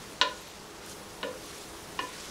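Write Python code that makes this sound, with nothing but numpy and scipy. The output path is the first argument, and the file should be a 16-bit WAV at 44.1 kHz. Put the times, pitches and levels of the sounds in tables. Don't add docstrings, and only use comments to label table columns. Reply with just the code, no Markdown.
import sys
import numpy as np
from scipy import signal
from scipy.fft import rfft, irfft
from scipy.io import wavfile
from scipy.ndimage import uniform_filter1d

SR = 44100
rng = np.random.default_rng(int(sys.argv[2]) if len(sys.argv) > 2 else 0)


def to_wav(s):
    ch = np.atleast_2d(s).T
    pcm = np.round(np.clip(ch, -1, 1) * 32767)
    wavfile.write(sys.argv[1], SR, pcm.astype(np.int16))


def invert_db(x):
    u = np.asarray(x, float) / 20
    return 10 ** u


N = 101429


def evened(x):
    return x / np.sqrt(np.mean(x ** 2) + 1e-20)


def read(points, hz):
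    point_hz, value = np.transpose(points)
    return np.interp(np.log(hz + 1), np.log(point_hz + 1), value)


def over_time(time_s, value):
    return np.interp(np.arange(N) / SR, time_s, value)


def add(mix, start_s, sound):
    part = mix[round(start_s * SR):][:len(sound)]
    part += sound[:len(part)]


def highpass(hz):
    return signal.butter(2, hz, "high", fs=SR, output="sos")


def colour(x, points, tilt_db_per_octave=0.):
    hz = np.fft.rfftfreq(len(x), 1 / SR)
    gain_db = read(points, hz) + tilt_db_per_octave * np.log2((hz + 50) / 2000)
    return irfft(rfft(x) * invert_db(gain_db), len(x))


def patchy(points, patchy_db):
    hz = np.fft.rfftfreq(1024, 1 / SR)
    real, imag, patches = rng.standard_normal((N // 256 + 5, 513, 3)).T
    patches = uniform_filter1d(patches, size=12, axis=0)
    patches = evened(uniform_filter1d(patches, size=10, axis=1))
    z = (real + 1j * imag) * invert_db(read(points, hz)[:, None] + patchy_db * patches)
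    return evened(signal.istft(z, nperseg=1024, noverlap=768)[1][:N])


def ring(hz, t60_s, level_db, rise_s):
    t = np.arange(0, .5, 1 / SR)
    decay = invert_db(level_db - 60 * t / t60_s)
    return decay * (1 - np.exp(-t / rise_s)) * np.sin(2 * np.pi * hz * t)


def hum():
    # freq_hz, density_db_per_hz
    hum_spectrum = [(28, -34), (45, -9), (120, -9), (250, -10.5), (400, -9), (1100, -9), (3000, -20.5),
                    (9000, -32.5)]
    # freq_hz, width_hz, level_db
    booms = [(49.5, 15, -62), (96, 32, -64), (176.5, 42, -60), (203, 13, -61), (299, 17, -61.5),
             (335.4, 6.8, -59), (416.5, 25, -55.5), (501, 19, -62), (585, 12, -66.5)]
    # time_s, level_db
    flame = [(0, 0.5), (.12, 0), (.45, -2.), (.9, 0), (1.4, 0.44), (1.65, -.5), (1.88, 1), (2.3, -0.2)]
    hum_db = -48.5
    out = invert_db(hum_db) * patchy(hum_spectrum, patchy_db=0.95)
    for hz, width_hz, level_db in booms:
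        radius = np.exp(-np.pi * width_hz / SR)
        poles = [1, -2 * radius * np.cos(2 * np.pi * hz / SR), radius * radius]
        boom = signal.lfilter([1, 0, -1], poles, rng.standard_normal(N))
        out = out + invert_db(level_db) * evened(boom)
    return out * invert_db(over_time(*np.transpose(flame)))


def oil_pops():
    pops_per_s, spread_db = 1600, 4
    size_db = spread_db * np.minimum(rng.exponential(1, N), 4)
    pops = invert_db(size_db) * (rng.random(N) < pops_per_s / SR)
    kind = rng.integers(0, 12, N)
    out = np.zeros(N)
    for k, hz in enumerate(np.geomspace(3000, 14000, 12)):
        pop = ring(hz, 8 / hz + .0008, 0, .0001)[:400]
        out += signal.oaconvolve(pops * (kind == k), pop)[:N]
    return out


def wood_rub(stir_excess_db):
    # freq_hz, density_db_per_hz
    scrape = [(300, -25), (800, -9), (1500, -2), (3500, -8), (6000, -11), (12000, -40)]
    scrape_db, db_per_stir_db = -58.5, 1.6
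    return invert_db(scrape_db + db_per_stir_db * stir_excess_db) * patchy(scrape, patchy_db=4.0)


def sizzle():
    # time_s, level_db, fine_spray_db
    stir = [(0, -54, 0), (.12, -53, 1.5), (.2, -53.5, -4.5), (.38, -51.5, -1.2), (.5, -52.5, -5.5),
            (.63, -56.5, -0.5), (.84, -53.5, -1.7), (.885, -50.5, 1), (.92, -49, 1.5), (.945, -54.5, 1.8),
            (1.2, -55, 0.4), (1.45, -52.5, 1.2), (1.58, -49.5, 0.5), (1.68, -53.5, 1.5), (1.9, -54, 1.5),
            (2.15, -49.5, -1), (2.21, -47, -1.5), (2.3, -49, -1)]
    # freq_hz, density_db_per_hz
    fizz_spectrum = [(900, -23), (2000, -6.5), (3500, -3.5), (6000, -3), (8500, -7), (11000, -9.5),
                     (13000, -17.5), (15700, -24)]
    fizz_db, pops_db, flicker_db, spray_hz = 2.5, -9.5, 0.77, 9200
    time_s, level_db, spray_db = np.transpose(stir)
    stir_db = over_time(time_s, level_db)

    fizz = patchy(fizz_spectrum, patchy_db=1.0)
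    fizz = fizz + invert_db(pops_db) * evened(colour(oil_pops(), fizz_spectrum))
    spray = signal.sosfiltfilt(highpass(spray_hz), fizz)
    fizz = fizz + (invert_db(2 * over_time(time_s, spray_db)) - 1) * spray

    flicker = uniform_filter1d(rng.standard_normal(N), size=500)
    flicker = evened(uniform_filter1d(flicker, size=300))
    fizz = invert_db(fizz_db + stir_db + flicker_db * flicker) * fizz
    return fizz + wood_rub(stir_db - level_db.mean())


def bumps():
    # start_s, peak_db, pitch_hz
    thuds = [
        (0.124, -35.5, 297),
        (1.985, -43, 910),
        (2.037, -33, 402),
        (2.111, -42, 450),
        (2.286, -33, 347),
    ]
    out = np.zeros(N)
    for start_s, peak_db, hz in thuds:
        add(out, start_s, ring(hz, 0.025, peak_db + 1, .0015))
    return out


def knock(place, crack_db, crack_hz, clatter_db, tilt_db_per_octave):
    # freq_hz, t60_s, rim_db, base_db, wall_db
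    pan = [(981, 0.11, -26.5, -36, -31), (1019.4, 0.14, -18, -35, -27.5), (1395, 0.15, -28.5, -45, -44),
           (1450, 0.14, -24, -35, -39), (1758, 0.19, -33, -39, -31.5), (1837, 0.12, -33, -61, -41),
           (1850, 0.093, -32, -38.5, -41), (2466, 0.24, -39, -50, -40.5), (2886, 0.061, -17, -34, -26.5),
           (2960, 0.033, -23, -30, -30), (3110, 0.1, -29, -44, -41), (3650, 0.04, -35, -44, -52),
           (4240, 0.19, -44, -56, -61), (5300, 0.073, -44, -52, -42.5),
           (1004, 0.26, -31.5, -42, -32.5), (1042.6, 0.21, -27, -37, -29.5), (1449, 0.13, -31, -42, -42),
             (2800, 0.11, -30, -50, -39), (3750, .15, -29, -46, -56), (4260, 0.083, -32, -62, -54),
             (7050, 0.033, -33, -54, -48)]
    # freq_hz, t60_s, rim_db, base_db, wall_db
    grate = [(205.6, .2, -45, -36, -57), (285.8, 0.38, -42.5, -37, -41.5), (458, 0.34, -32.5, -31, -49),
             (502.5, 0.3, -37, -30, -46), (518.4, 0.35, -39, -33, -47), (551.6, 0.2, -34.5, -34.5, -44),
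             (602, 0.35, -33, -36.5, -53)]
    # freq_hz, density_db_per_hz
    clatter_spectrum = [(120, -30), (300, -15.5), (900, -14), (2000, -12), (3700, -10.5), (4800, -15.5),
                        (7500, -31), (12000, -52)]
    crack_t60_s, clatter_t60_s, clatter_rise_s = 0.0063, 0.058, 0.00083
    pan_rise_cycles, grate_rise_cycles = 3.3, 5.7

    t = np.arange(0, .5, 1 / SR)
    out = ring(crack_hz, crack_t60_s, crack_db + 0.5, 0.00043)
    clatter = evened(colour(rng.standard_normal(len(t)), clatter_spectrum, tilt_db_per_octave))
    decay = invert_db(clatter_db - 60 * t / clatter_t60_s)
    out = out + clatter * decay * np.minimum(t / clatter_rise_s, 1)
    for modes, rise_cycles in ((pan, pan_rise_cycles), (grate, grate_rise_cycles)):
        for hz, t60_s, *place_db in modes:
            out = out + ring(hz, t60_s, place_db[place], rise_cycles / hz)
    return out


def pings():
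    # start_s, level_db, pitch_hz, t60_s
    hits = [
        (.406, -54, 12400, .16),
        (.476, -52, 11700, 0.1),
        (.96, -55, 12400, .07),
    ]
    out = np.zeros(N)
    for start_s, level_db, hz, t60_s in hits:
        add(out, start_s, ring(hz, t60_s, level_db, 0.00086))
    return out


def spits():
    # start_s, peak_db, pitch_hz
    bursts = [
        (.408, -73, 10000),
        (.500, -44, 12000),
        (.863, -34, 9200),
        (0.897, -33.5, 8000),
        (1.462, -40, 12000),
        (1.577, -44, 11000),
        (2.208, -34, 6000),
        (2.256, -34, 5950),
    ]
    out = np.zeros(N)
    for start_s, peak_db, hz in bursts:
        add(out, start_s, ring(hz, 0.00079, peak_db + 12, .00005) + ring(hz * 1.26, .002, peak_db, .0001))
    return out


def kitchen(x):
    # freq_hz, t60_s
    decay_times = [(200, 0.43), (1000, 0.38), (4000, 0.26), (10000, 0.22)]
    taps = np.zeros(SR // 2)
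    at = np.arange(120, len(taps) - 20, 20)
    taps[at + rng.integers(0, 20, len(at))] = rng.choice([-1., 1.], len(at))
    hz, t, z = signal.stft(taps, SR, nperseg=256)
    decay = invert_db(-60 * t / read(decay_times, hz)[:, None])
    tail = signal.istft(z * decay, SR, nperseg=256)[1]
    return signal.fftconvolve(x, tail / np.linalg.norm(tail))[:N]


def scene():
    # start_s, crack_db, crack_hz, clatter_db, tilt_db_per_octave
    knocks = [
        (.2133, -1.5, 3900, -17, 0),
        (1.2297, -21, 3870, -29, -6),
        (1.9900, -26, 3200, -28.5, -4),
    ]
    wet_db, thin_hz = -7.5, 150
    near = bumps() + pings() + spits()
    for place, (start_s, *blow) in enumerate(knocks):
        add(near, start_s, knock(place, *blow))
    near = signal.sosfilt(highpass(thin_hz), near)
    mid = near + invert_db(wet_db) * kitchen(near) + sizzle() + hum()
    return np.array([mid, mid])


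def band_limit(x):
    return signal.sosfilt(signal.butter(12, 16110, fs=SR, output="sos"), x)


def record(dry):
    edge_hz, slope_hz = 15745, 30
    hz = np.fft.rfftfreq(N, 1 / SR)
    mix = irfft(rfft(dry) * np.clip((edge_hz - hz) / slope_hz, 0, 1), N)
    return band_limit(mix)


dry = scene()
out = record(dry)
to_wav(out)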